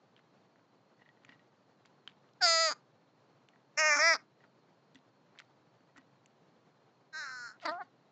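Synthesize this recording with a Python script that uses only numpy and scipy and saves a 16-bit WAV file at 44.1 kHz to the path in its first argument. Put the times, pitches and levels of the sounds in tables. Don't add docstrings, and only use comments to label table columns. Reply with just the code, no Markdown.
import sys
import numpy as np
from scipy import signal
from scipy.fft import rfft, irfft
from scipy.io import wavfile
from scipy.ndimage import uniform_filter1d

SR = 44100
rng = np.random.default_rng(int(sys.argv[2]) if len(sys.argv) > 2 else 0)


def amplitude_ratio(level_db):
    exponent = np.asarray(level_db, float) / 20
    return 10 ** exponent


def unload_wav(signal):
    wavfile.write(
        sys.argv[1],
        SR,
        np.round(np.clip(np.atleast_2d(signal).T, -1, 1) * 32767).astype(np.int16),
    )


N = 357651

# frequency in Hz, level in dB.
GARDEN = [(29, -65), (50, -47), (86, -31.5), (100, -10), (124, 0.5), (265, -5), (296, -3), (322, -5.5),
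          (456, -6), (566, -6.5), (973, -9.5), (2310, -22), (4070, -26), (6990, -33), (8870, -51),
          (11500, -78), (19500, -120)]
# start in seconds, length in seconds, level in dB.
RUSTLES = [(0.166, 0.035, -79), (1.207, 0.044, -83), (1.285, 0.07, -76), (2.087, 0.022, -69.5),
           (.99, 0.096, -84), (4.398, 0.0633, -82), (4.947, 0.036, -74.5), (5.374, 0.048, -71),
           (5.958, 0.058, -74.5), (7.609, 0.052, -60), (7.718, 0.038, -75), (7.835, .03, -80),
           (1.85, .03, -77)]

# start in seconds, peak in dB.
TRAY_TICKS = [(0.9947, -64), (1.006, -73), (1.013, -63), (1.0182, -53.5), (1.0242, -58), (1.026, -63),
              (1.0605, -57), (1.067, -65), (1.077, -71), (1.0897, -50), (1.0925, -79), (1.172, -64.5),
              (1.279, -62), (1.2905, -46.5), (1.297, -64), (1.3044, -55), (1.3211, -51), (1.3255, -52.5),
              (1.329, -58), (1.338, -63), (1.351, -67), (1.3937, -57), (3.5343, -62), (4.4053, -59),
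              (4.4307, -66), (4.9545, -54.5), (5.806, -66), (5.891, -66), (5.97, -71)]
# start in seconds, peak in dB, pitch in Hz.
KNOCKS = [(.174, -65, 2900), (.178, -62, 2800), (0.1916, -58, 1720), (.195, -62, 1980), (0.5583, -58, 1550),
          (0.594, -60, 1550), (1.0196, -55, 980), (1.2183, -63, 1490), (1.2356, -61, 1560),
          (1.2502, -54, 1540), (1.2907, -50, 1400), (1.323, -55, 1650), (1.329, -60, 1600),
          (1.856, -54, 1550), (2.0883, -59, 2400), (2.0903, -58, 1500), (2.2425, -62, 1550),
          (3.5588, -55.5, 1700), (4.4388, -52.5, 1550), (4.441, -57, 1700), (4.445, -59, 1400),
          (4.4493, -58, 1300), (4.685, -62, 1550), (5.352, -57.5, 1600), (5.3595, -55, 1496),
          (5.393, -65, 1600), (5.399, -49, 1490), (5.405, -63, 1500), (5.961, -51, 1450),
          (5.9639, -52, 1550), (5.971, -53, 1900), (5.9784, -46.5, 1400), (5.984, -50, 1490),
          (6.019, -62, 1550), (6.136, -67, 1550)]
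# start in seconds, peak in dB, shell pitch in Hz,
# bright snap in dB over the peak, broad click in dB over the peak.
CRACKS = [(0.1642, -45, 3100, -38, -2), (0.3727, -67, 2600, -30, 7), (1.023, -64, 3600, -30, 4),
          (1.055, -64, 2800, -30, 8), (1.0895, -52, 3310, -30, -7), (1.2483, -50, 2400, -9, 13.5),
          (1.2932, -52.5, 2900, -37, 13.5), (1.2935, -55, 4800, -35, -2), (1.166, -69, 3200, -30, 8),
          (1.236, -65, 3600, -25, 8), (1.3215, -65, 3200, -30, 6), (1.3255, -65, 3400, -30, 2),
          (1.394, -58, 3280, -30, 1), (1.852, -55, 2180, -17, 7), (1.8575, -53, 4700, -12, 1),
          (1.857, -53, 3200, -30, -1), (2.0756, -23, 3090, -36.5, -9.5), (2.0964, -55, 2800, -20, 9),
          (2.29, -63, 2770, -30, 10), (2.3346, -61, 5000, -36, 3), (3.487, -46.5, 2850, -18, 3.5),
          (4.9467, -48.5, 3530, -10, -2), (4.947, -61, 4700, -30, -5), (4.9555, -43, 3450, -22, -4),
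          (4.988, -54.5, 3620, -30, -4), (5.3764, -56, 1800, -32, 7), (5.388, -39, 3170, -12, 6.5),
          (5.4005, -46, 1900, -19, 16.5), (5.4008, -51, 4600, -15, 10), (5.971, -56, 5900, -10, 2),
          (5.979, -56, 2900, -30, 9), (5.9775, -56.5, 4500, -5, 6), (6.259, -53.5, 2660, -3, 5.5),
          (7.5997, -56, 2980, -23, 13), (7.742, -53.5, 2300, -23.5, 8)]
# start in seconds, peak in dB.
THUDS = [(1.019, -73), (1.29, -72), (3.4093, -74), (4.949, -58.5), (4.96, -57.5), (5.8052, -64.5),
         (5.981, -54), (7.709, -56), (7.835, -62), (7.85, -68)]
TICK_DB, KNOCK_DB, THUD_DB = (-6, -9, -40, 1), (-19.5, -9, -28, 10.5), (-8, 10.5, -10.5, 7)
CRACK_DB = (-46.5, -37)
TRAY_RING_HZ = 1912

# time in seconds,
# pulse rate in Hz, effort in dB, gape of the beak in dB.
CAW = [(2.4115, 411, -37, -15), (2.424, 360.2, -30.5, 1), (2.44, 357.4, -28, 3.5), (2.474, 335.8, -30, 3),
       (2.53, 329.4, -31, 2.5), (2.586, 324.6, -31, 0), (2.61, 329.6, -30.5, 0.5), (2.66, 322.6, -31.5, 0),
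       (2.685, 305.8, -33, -1.5), (2.703, 293, -36.5, -0.77), (2.71, 272.3, -38, -1),
           (2.715, 250, -36.5, 0.2), (2.72, 234.8, -38, 0), (2.731, 207.7, -44.5, -1)]
# seconds, pulse rate in Hz, effort in dB, gape in dB.
DOUBLE_FIRST = [(3.776, 295.1, -34, 0), (3.797, 312.7, -29.5, 0), (3.814, 314.5, -28.5, -7),
                (3.843, 307.4, -27.5, -9), (3.866, 310, -27.5, -6), (3.89, 304.7, -27.5, -8),
                (3.93, 291.1, -26.5, -6), (3.96, 294.7, -31, -5)]
BREAK = [(3.97, 287.9, -30, -4.5), (3.98, 281.4, -32, -7), (3.986, 280.2, -29.5, -6.5),
         (3.991, 302, -27.5, -7)]
DOUBLE_SECOND = [(4.0, 297.9, -28.5, -3.5), (4.034, 321.7, -26, -7.5), (4.079, 338.1, -25, -5),
                 (4.12, 322.3, -25.5, -9), (4.138, 308, -30.5, -1), (4.163, 209.2, -39.5, -3.5)]
# seconds, pulse rate in Hz, effort in dB, gape in dB.
MOAN = [(7.13, 315.4, -54, -6), (7.148, 306.4, -42, -11.5), (7.182, 320.2, -42.5, -5.5),
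        (7.211, 301.1, -42, -7.5), (7.284, 261.9, -44.5, -10.5), (7.402, 244, -46.5, -9),
        (7.46, 236.6, -45, -11), (7.49, 218.4, -50.5, -4.5), (7.515, 210.7, -54, -9.5),
        (7.535, 228.2, -63, -11), (7.55, 250, -63, -21), (7.57, 260, -68, -25)]
# seconds, pulse rate in Hz, effort in dB, gape in dB.
GULP = [(7.617, 360.8, -80.5, 16), (7.63, 361, -52, -7), (7.649, 277.2, -46, -23),
        (7.653, 335.2, -33, -8.5), (7.66, 342.5, -33, -4.5), (7.667, 337.3, -38.5, -11.5),
        (7.684, 292, -35, -13), (7.689, 310, -31, -11.5), (7.704, 308, -38, -14.5)]
WHINE = [(7.717, 338.6, -37.5, -20), (7.75, 351.6, -42, -34), (7.776, 362.6, -44, -36),
         (7.796, 424.6, -43.5, -41), (7.818, 356, -39, -24), (7.83, 364, -54.5, -11)]

SETTLED = [
    (0, .03, .66),
    (.015, .08, .3),
    (.07, .2, .1),
    (.03, .5, .66),
]
# start in seconds, length in seconds, slip 0-1, rasp 0-1.
FITS = [(2.41, .03, .01, .08), (2.444, .028, .03, .5), (2.472, .018, .02, .2), (2.685, .025, .07, .35),
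        (3.78, .024, .08, .55), (3.915, .025, .05, .4), (3.94, .024, .13, .4), (3.99, .007, .15, .6),
        (3.997, .035, .06, .4), (4.126, .017, .06, .45), (7.165, .05, .04, .15), (7.135, .015, .1, .4),
        (7.235, .025, .15, .4), (7.265, .05, .18, .4), (7.6, .028, .06, .9), (7.63, .02, .03, .9),
        (7.65, .016, .16, .92), (7.666, .05, .08, .95)]
# start in seconds, length in seconds, slip 0-1, rasp 0-1.
CREAKS = [
    (2.705, .06, .2, .16),
    (3.964, .026, .06, .3),
    (4.143, .06, .2, .2),
    (7.485, .11, .3, .6),
    (7.674, .006, .08, .95),
]
# time in seconds, length in seconds, change in dB.
JOLTS = [(2.445, .002, -4), (2.454, 0.0021, -5.5), (2.463, 0.0035, -6), (2.472, 0.0031, -4.5),
         (3.97, 0.0061, 2), (3.99, .003, 0.5)]
# time in seconds, peak in dB.
CATCHES = [(2.4458, -21.5), (2.4502, -24), (2.456, -17), (2.4575, -21.5), (2.4615, -24.5), (2.4641, -18.5)]

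# frequency in Hz, level in dB.
RISING_THROAT = [(120, -43.5), (360, -23), (660, -4.5), (1150, -20), (1490, -2.5), (2300, -22), (3160, -25)]
RISING_BEAK = [(3500, -18), (4150, -13.5), (4700, 0), (5050, -1), (5400, -6), (5800, -21.5), (6860, -14.5),
               (7850, -25)]
UP_THROAT = [(320, -24), (600, -4.5), (1020, -13.5), (1350, -3.5), (1650, -12), (1970, -7), (2340, -12),
             (2980, -25)]
UP_BEAK = [(3500, -18.5), (4150, -12), (4710, -2.5), (5240, -7), (5600, -26.5), (5900, -16.5), (6860, -10),
           (7850, -25)]
CLOSING_BEAK = [(2950, -22), (3500, -21), (4200, -17), (4800, -0.5), (5250, -13.5), (5650, -26.5),
                (6700, -8), (7850, -30.5)]
# frequency in Hz, level in dB.
CREAK_THROAT = [(120, -50.5), (290, -12), (600, -12), (1000, -4), (1350, 2.5), (1900, -10.5), (2400, -15),
                (2950, -39)]
SLACK_BEAK = [(3390, -30), (4090, -24), (5000, -9), (5600, -15), (6150, -26), (6600, -33), (7850, -40)]
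# frequency in Hz, level in dB.
LEVEL_THROAT = [(120, -53), (290, -31.5), (560, -3.5), (990, -6.5), (2090, 1.5), (2530, -6), (2830, -11),
                (2990, -32.5)]
LEVEL_BEAK = [(3100, -33.5), (3650, -38.5), (4400, -29), (5480, -7), (5800, -15), (6120, -11),
              (6840, -16.5), (7400, -26), (7600, -54)]
RAGGED_EDGE = [(7400, -23), (7850, -39)]
BOWED_THROAT = [(120, -53), (290, -25.5), (590, -6.5), (1000, -3.5), (2050, 3.5), (2380, 0.5), (2650, -20),
                (2990, -41.5)]
BREAK_THROAT = [(120, -42.5), (290, -14.5), (600, -13), (1150, -4.5), (1450, 2), (1900, -14.5),
                (2350, -6.5), (2800, -35.5)]
TURNED_THROAT = [(120, -54), (310, -29.5), (580, -7), (1050, -10), (2020, 0), (2380, -5.5), (2960, -44)]
TURNED_BEAK = [(3000, -47.5), (3390, -29.5), (4090, -28), (5090, -8.5), (5830, -13), (6150, -24.5),
               (6490, -27), (7850, -34)]
# frequency in Hz, level in dB.
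AWAY_THROAT = [(120, -44), (230, -43), (550, -21.5), (1220, -9), (1550, 6.5), (2100, -11), (2850, -30),
               (3200, -62)]
AWAY_BEAK = [(3400, -45.5), (3750, -20), (4050, -8.5), (4610, -24), (5350, -13), (5840, -22.5), (6580, -21),
             (7400, -27.5), (7850, -43.5)]
WOBBLING_THROAT = [(120, -56), (550, -28), (1150, -11), (1450, 7.5), (1650, -1), (2100, -12.5), (2800, -29),
                   (3300, -50)]
GLIDING_BEAK = [(3520, -42), (3880, -28), (4160, -9), (4650, -25), (5350, -12.5), (5840, -23),
                (7200, -24.5), (7850, -39)]
SINKING_THROAT = [(120, -61), (230, -31), (550, -27.5), (1150, -10.5), (1450, 6), (2000, -15.5),
                  (2560, -32), (3400, -53.5)]
SINKING_BEAK = [(3650, -46), (4000, -27), (4270, -12), (4700, -23.5), (5350, -13.5), (5840, -26),
                (7200, -21), (7850, -37.5)]
# frequency in Hz, level in dB.
SHUT_THROAT = [(120, -53), (340, -11), (510, 0), (610, 4), (790, 5), (1490, -2.5), (1660, -27), (1890, -16)]
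SHUT_BEAK = [(1990, -27.5), (2730, -45), (3500, -48), (4300, -53), (5200, -53), (7850, -64)]
GAPING_THROAT = [(120, -46), (300, -5.5), (650, -5.5), (1000, 2.5), (1350, -4), (2000, -6), (2780, -25)]
GAPING_BEAK = [(3400, -30), (4200, -26), (4700, -15.5), (5150, -35), (5400, -26), (6140, -39.5),
               (7850, -46)]
SWALLOW_THROAT = [(120, -36), (300, -5.5), (620, -2), (950, 2.5), (1250, 1.5), (1850, -3.5), (2500, -35)]
SWALLOW_BEAK = [(3000, -27), (3600, -21), (4200, -12), (4800, -17), (5700, -36), (6200, -53), (7850, -38.5)]
LIFTING_THROAT = [(120, -54), (340, -3), (510, -23), (720, -6.5), (1120, 0.5), (1490, -11.5), (1890, -12)]
LIFTING_BEAK = [(2200, -29.5), (2500, -46), (3900, -50), (4350, -43), (4700, -50), (5200, -61), (7850, -70)]
# start in seconds, resonances as rows of Hz and dB.
POSTURES = [(2.3, RISING_THROAT + RISING_BEAK), (2.459, UP_THROAT + UP_BEAK),
            (2.68, UP_THROAT + CLOSING_BEAK), (2.696, CREAK_THROAT + CLOSING_BEAK),
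            (3.599, LEVEL_THROAT + LEVEL_BEAK[:-2] + RAGGED_EDGE), (3.825, LEVEL_THROAT + LEVEL_BEAK),
            (3.9, BOWED_THROAT + LEVEL_BEAK), (3.94, BOWED_THROAT + LEVEL_BEAK[:-2] + RAGGED_EDGE),
            (3.958, BREAK_THROAT + LEVEL_BEAK[:-2] + RAGGED_EDGE),
            (3.991, TURNED_THROAT + LEVEL_BEAK[:-2] + RAGGED_EDGE), (4.012, TURNED_THROAT + TURNED_BEAK),
            (4.141, CREAK_THROAT + SLACK_BEAK), (7.0, AWAY_THROAT + AWAY_BEAK),
            (7.249, WOBBLING_THROAT + GLIDING_BEAK), (7.315, SINKING_THROAT + GLIDING_BEAK),
            (7.36, SINKING_THROAT + SINKING_BEAK), (7.6, SHUT_THROAT + SHUT_BEAK),
            (7.648, GAPING_THROAT + GAPING_BEAK), (7.667, GAPING_THROAT + SWALLOW_BEAK),
            (7.685, SWALLOW_THROAT + SWALLOW_BEAK), (7.713, SHUT_THROAT + SHUT_BEAK),
            (7.795, LIFTING_THROAT + LIFTING_BEAK)]

ATTACK_S, RELEASE_S = .012, .021


def smooth(x, s):
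    size = max(int(s * SR), 1)
    return uniform_filter1d(uniform_filter1d(x, size), size)


def drift(s):
    slow = smooth(rng.standard_normal(N), s)
    return slow / slow.std()


def evened(x, s):
    return x / np.sqrt(smooth(x ** 2, s) + 1e-12)


def coloured(x, points):
    hz, level_db = np.transpose(points)
    grid = np.maximum(np.fft.rfftfreq(4096, 1 / SR), 1)
    outline = amplitude_ratio(np.interp(np.log(grid), np.log(hz), level_db))
    cepstrum = irfft(np.log(outline))
    cepstrum[1:2048] *= 2
    cepstrum[2049:] = 0
    response = irfft(np.exp(rfft(cepstrum)))
    return signal.fftconvolve(x, response)[:len(x)]


def cut(x, hz, kind, order=6):
    return signal.sosfilt(signal.butter(order, hz, kind, fs=SR, output="sos"), x)


def ring(hz, t60, size=4000):
    t = np.arange(size) / SR
    return np.sin(2 * np.pi * hz * t) * amplitude_ratio(-60 * t / t60)


def garden():
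    noise = coloured(rng.standard_normal(N), GARDEN)
    whine_hz = 4210 + 170 * drift(.006) + 130 * drift(.03)
    whine = np.sin(2 * np.pi * np.cumsum(whine_hz) / SR) * amplitude_ratio(-85.5 + 2.6 * drift(.004))
    return amplitude_ratio(-68 + 1.0 * drift(0.025)) * noise / noise.std() + whine


def echoes(x):
    scatter_db, scatter_t60_s = -34, .15
    wall_s, wall_smear_s, wall_db = 0.052, .022, -35
    t = np.arange(int(.25 * SR)) / SR
    noise = rng.standard_normal((2, len(t)))
    dull = .8 * noise[1] + .6 * cut(noise[1], 3200, "low", order=2)
    wall = dull * np.exp(-((t - wall_s) / wall_smear_s) ** 2)
    scatter = amplitude_ratio(scatter_db - 60 * t / scatter_t60_s) * (t > .004) * noise[0]
    returns = scatter + amplitude_ratio(wall_db) * wall
    return signal.fftconvolve(x, returns / np.sqrt(.01 * SR))[:N]


def rustle():
    grains_per_s = 2600
    t = np.arange(N) / SR
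    struck = rng.random(N) < grains_per_s / SR
    grains = struck * rng.uniform(-1.7, 1.7, N) * amplitude_ratio(3 * drift(.003))
    grains = cut(grains + 0.027 * rng.standard_normal(N), [1400, 4400], "band", order=3)
    swell = sum(amplitude_ratio(db) * ((t > s) & (t < s + length)) for s, length, db in RUSTLES)
    return smooth(swell, .008) * grains / grains.std()


def blows():
    cracks = [(s, db, hz, *CRACK_DB, *rest) for s, db, hz, *rest in CRACKS]
    ticks = [(s, db, TRAY_RING_HZ, *TICK_DB) for s, db in TRAY_TICKS]
    knocks = [(*row, *KNOCK_DB) for row in KNOCKS]
    thuds = [(s, db, 1550, *THUD_DB) for s, db in THUDS]
    return cracks + ticks + knocks + thuds


def pecks():
    tail_db, click_db_over_grit, grit_db = -25.5, 13, -9.5
    t = np.arange(4000) / SR
    out, snaps = np.zeros((2, N + 4000))
    rows = blows()
    noise = rng.standard_normal((len(rows), 4000))
    grains = amplitude_ratio(11.0 * rng.standard_normal((len(rows), 40))).repeat(100, axis=1)
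    contact = 1 - np.exp(-t / 0.00044)
    low, high = ring(TRAY_RING_HZ, 0.066), amplitude_ratio(-5) * ring(1.5 * TRAY_RING_HZ, 0.032)
    thump = (1 - np.exp(-t / 0.00074)) * ring(260, 0.081)
    for (s, peak_db, hz, ring_db, thump_db, snap_db, click_db), hiss, jolts in zip(rows, noise, grains):
        hit = slice(int(s * SR), int(s * SR) + 4000)
        rattle = amplitude_ratio(tail_db) * jolts * np.exp(-t / 0.02)
        burst = contact * (np.exp(-t / 0.0026) + rattle) * hiss * amplitude_ratio(grit_db)
        snaps[hit] += amplitude_ratio(peak_db + snap_db + 19.0) * burst * np.exp(-t / .004)
        burst[2] += amplitude_ratio(click_db_over_grit)
        out[hit] += amplitude_ratio(peak_db + click_db) * cut(burst, [hz / 1.75, hz * 1.27], "band", order=3)
        shell = ring(hz, 36 / hz) + amplitude_ratio(2.5) * ring(hz / 1.95, 13 / hz)
        out[hit] += amplitude_ratio(peak_db - 7.5) * contact * shell
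        tray = contact * (low + min(jolts[-1], 1) * high) * smooth(jolts, .001) ** 0.34
        out[hit] += amplitude_ratio(peak_db + ring_db) * tray
        out[hit] += amplitude_ratio(peak_db + thump_db - 6.0) * thump
    return (out + cut(snaps, [5600, 7600], "band", order=3))[:N]


def catches():
    t, out = np.arange(N) / SR, np.zeros(N)
    for s, db in CATCHES:
        out += amplitude_ratio(db) * np.exp(-((t - s) / .0007) ** 2) * np.sin(2 * np.pi * 4839 * (t - s))
    return out


def harshness(t, calls):
    starts = [call[0][0] - ATTACK_S for call in calls]
    slip, rasp, half = np.transpose(SETTLED)[:, np.searchsorted(starts[1:], t)]
    onsets = [(start, .024, .08, .4) for start in starts]
    for s, length, fit_slip, fit_rasp in [*onsets, *FITS, *CREAKS]:
        now = (t >= s) & (t < s + length)
        slip[now], rasp[now] = fit_slip, fit_rasp
    for s, length, *_ in CREAKS:
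        half[(t >= s) & (t < s + length)] = 0
    return [np.abs(smooth(c, .008)) for c in (slip, rasp, half)]


def syrinx(rate_hz, slip, half, rasp):
    halves = 2 * np.cumsum(rate_hz * (1 + 0.0028 * drift(0.022))) / SR
    which = np.round(halves).astype(int)
    chance = rng.standard_normal((which[-1] + 1, 3))[which]
    since = (halves - which) / (2 * rate_hz)
    since = since - (.0004 * slip ** 1.5 + 2e-6) * chance[:, 0] - 7.5e-5 * (which % 2)
    size = -np.where(which % 2, half, 1) * amplitude_ratio(8 * slip * chance[:, 1])
    pulses = size * np.sinc(18000 * since) * np.exp(-(since / .0003) ** 2)
    jets = amplitude_ratio(2.8 * chance[:, 2]) * np.exp(-(since / 0.0025) ** 2)
    puffs = size * jets * rng.standard_normal(N)
    throat_air = .55 * slip * np.clip(half / 0.063, 0, 1) * puffs
    return pulses + throat_air, pulses * (1 - rasp) + 0.2 * rasp * puffs


def melody(t, calls):
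    rows = []
    for call in calls:
        for (s, rate, effort, gape), shift in ((call[0], -ATTACK_S), (call[-1], RELEASE_S)):
            rows.append((s + shift, rate, effort - 52, gape))
        rows[-1:-1] = call
    s, *columns = np.transpose(rows)
    rate_hz, throat_db, beak_db = [smooth(np.interp(t, s, c), .003) for c in columns]
    jolts_db = sum(db * np.exp(-((t - at) / length) ** 2) for at, length, db in JOLTS)
    return rate_hz, throat_db, beak_db + jolts_db


def vocal_tract(t, clear, raspy, throat_db, beak_db):
    out = np.zeros(N)
    ends = [start for start, _ in POSTURES[1:]] + [9]
    for (start, tract), end in zip(POSTURES, ends):
        a, b = int((start - .05) * SR), min(int((end + .05) * SR), N)
        throat = evened(cut(coloured(clear[a:b], tract), 2500, "low"), 0.017)
        beak = evened(cut(coloured(raspy[a:b], tract), 2900, "high"), 0.0076)
        turn = smooth(1. 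* ((t[a:b] >= start) & (t[a:b] < end)), .013)
        out[a:b] += turn * amplitude_ratio(throat_db[a:b]) * (throat - amplitude_ratio(beak_db[a:b]) * beak)
    return out


def bird():
    t = np.arange(N) / SR
    calls = [CAW, DOUBLE_FIRST + BREAK + DOUBLE_SECOND, MOAN, GULP + WHINE]
    rate_hz, throat_db, beak_db = melody(t, calls)
    slip, rasp, half = harshness(t, calls)
    wavering = np.minimum(half * amplitude_ratio(3.0 * drift(0.056)), .9)
    clear, raspy = syrinx(rate_hz, slip, wavering, rasp)
    out = vocal_tract(t, clear, raspy, throat_db, beak_db)
    out += amplitude_ratio(throat_db - 42) * cut(rng.standard_normal(N), [2400, 7000], "band", order=2)
    voiced = sum((t >= c[0][0] - .03) & (t <= c[-1][0] + RELEASE_S) for c in calls)
    out *= smooth(1. * voiced.clip(0, 1), .002)
    slack = np.clip(1 - half / .08, 0, 1)
    spread = np.r_[1, np.zeros(22), .5]
    smeared = signal.lfilter(spread[::-1], spread, (1 - slack) * out)
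    return slack * np.roll(out, len(spread) // 2) + smeared


def scene():
    near = bird() + catches() + pecks() + rustle()
    return np.tile(near + echoes(near) + garden(), (2, 1))


def roll_off(x):
    return signal.sosfilt(signal.butter(12, 9020, fs=SR, output="sos"), x)


def record(dry):
    sampling_hz, image_db, hiss_db = 16000, -25, -103
    heard = cut(cut(dry, 7680, "low", order=14), 59.91, "high", order=2)
    mirror = 2 * dry * np.cos(2 * np.pi * sampling_hz * np.arange(N) / SR)
    heard = heard + amplitude_ratio(image_db) * cut(mirror, [8250, 8950], "band", order=6)
    return roll_off(heard + amplitude_ratio(hiss_db) * rng.standard_normal(N))


dry = scene()
out = record(dry)
unload_wav(out)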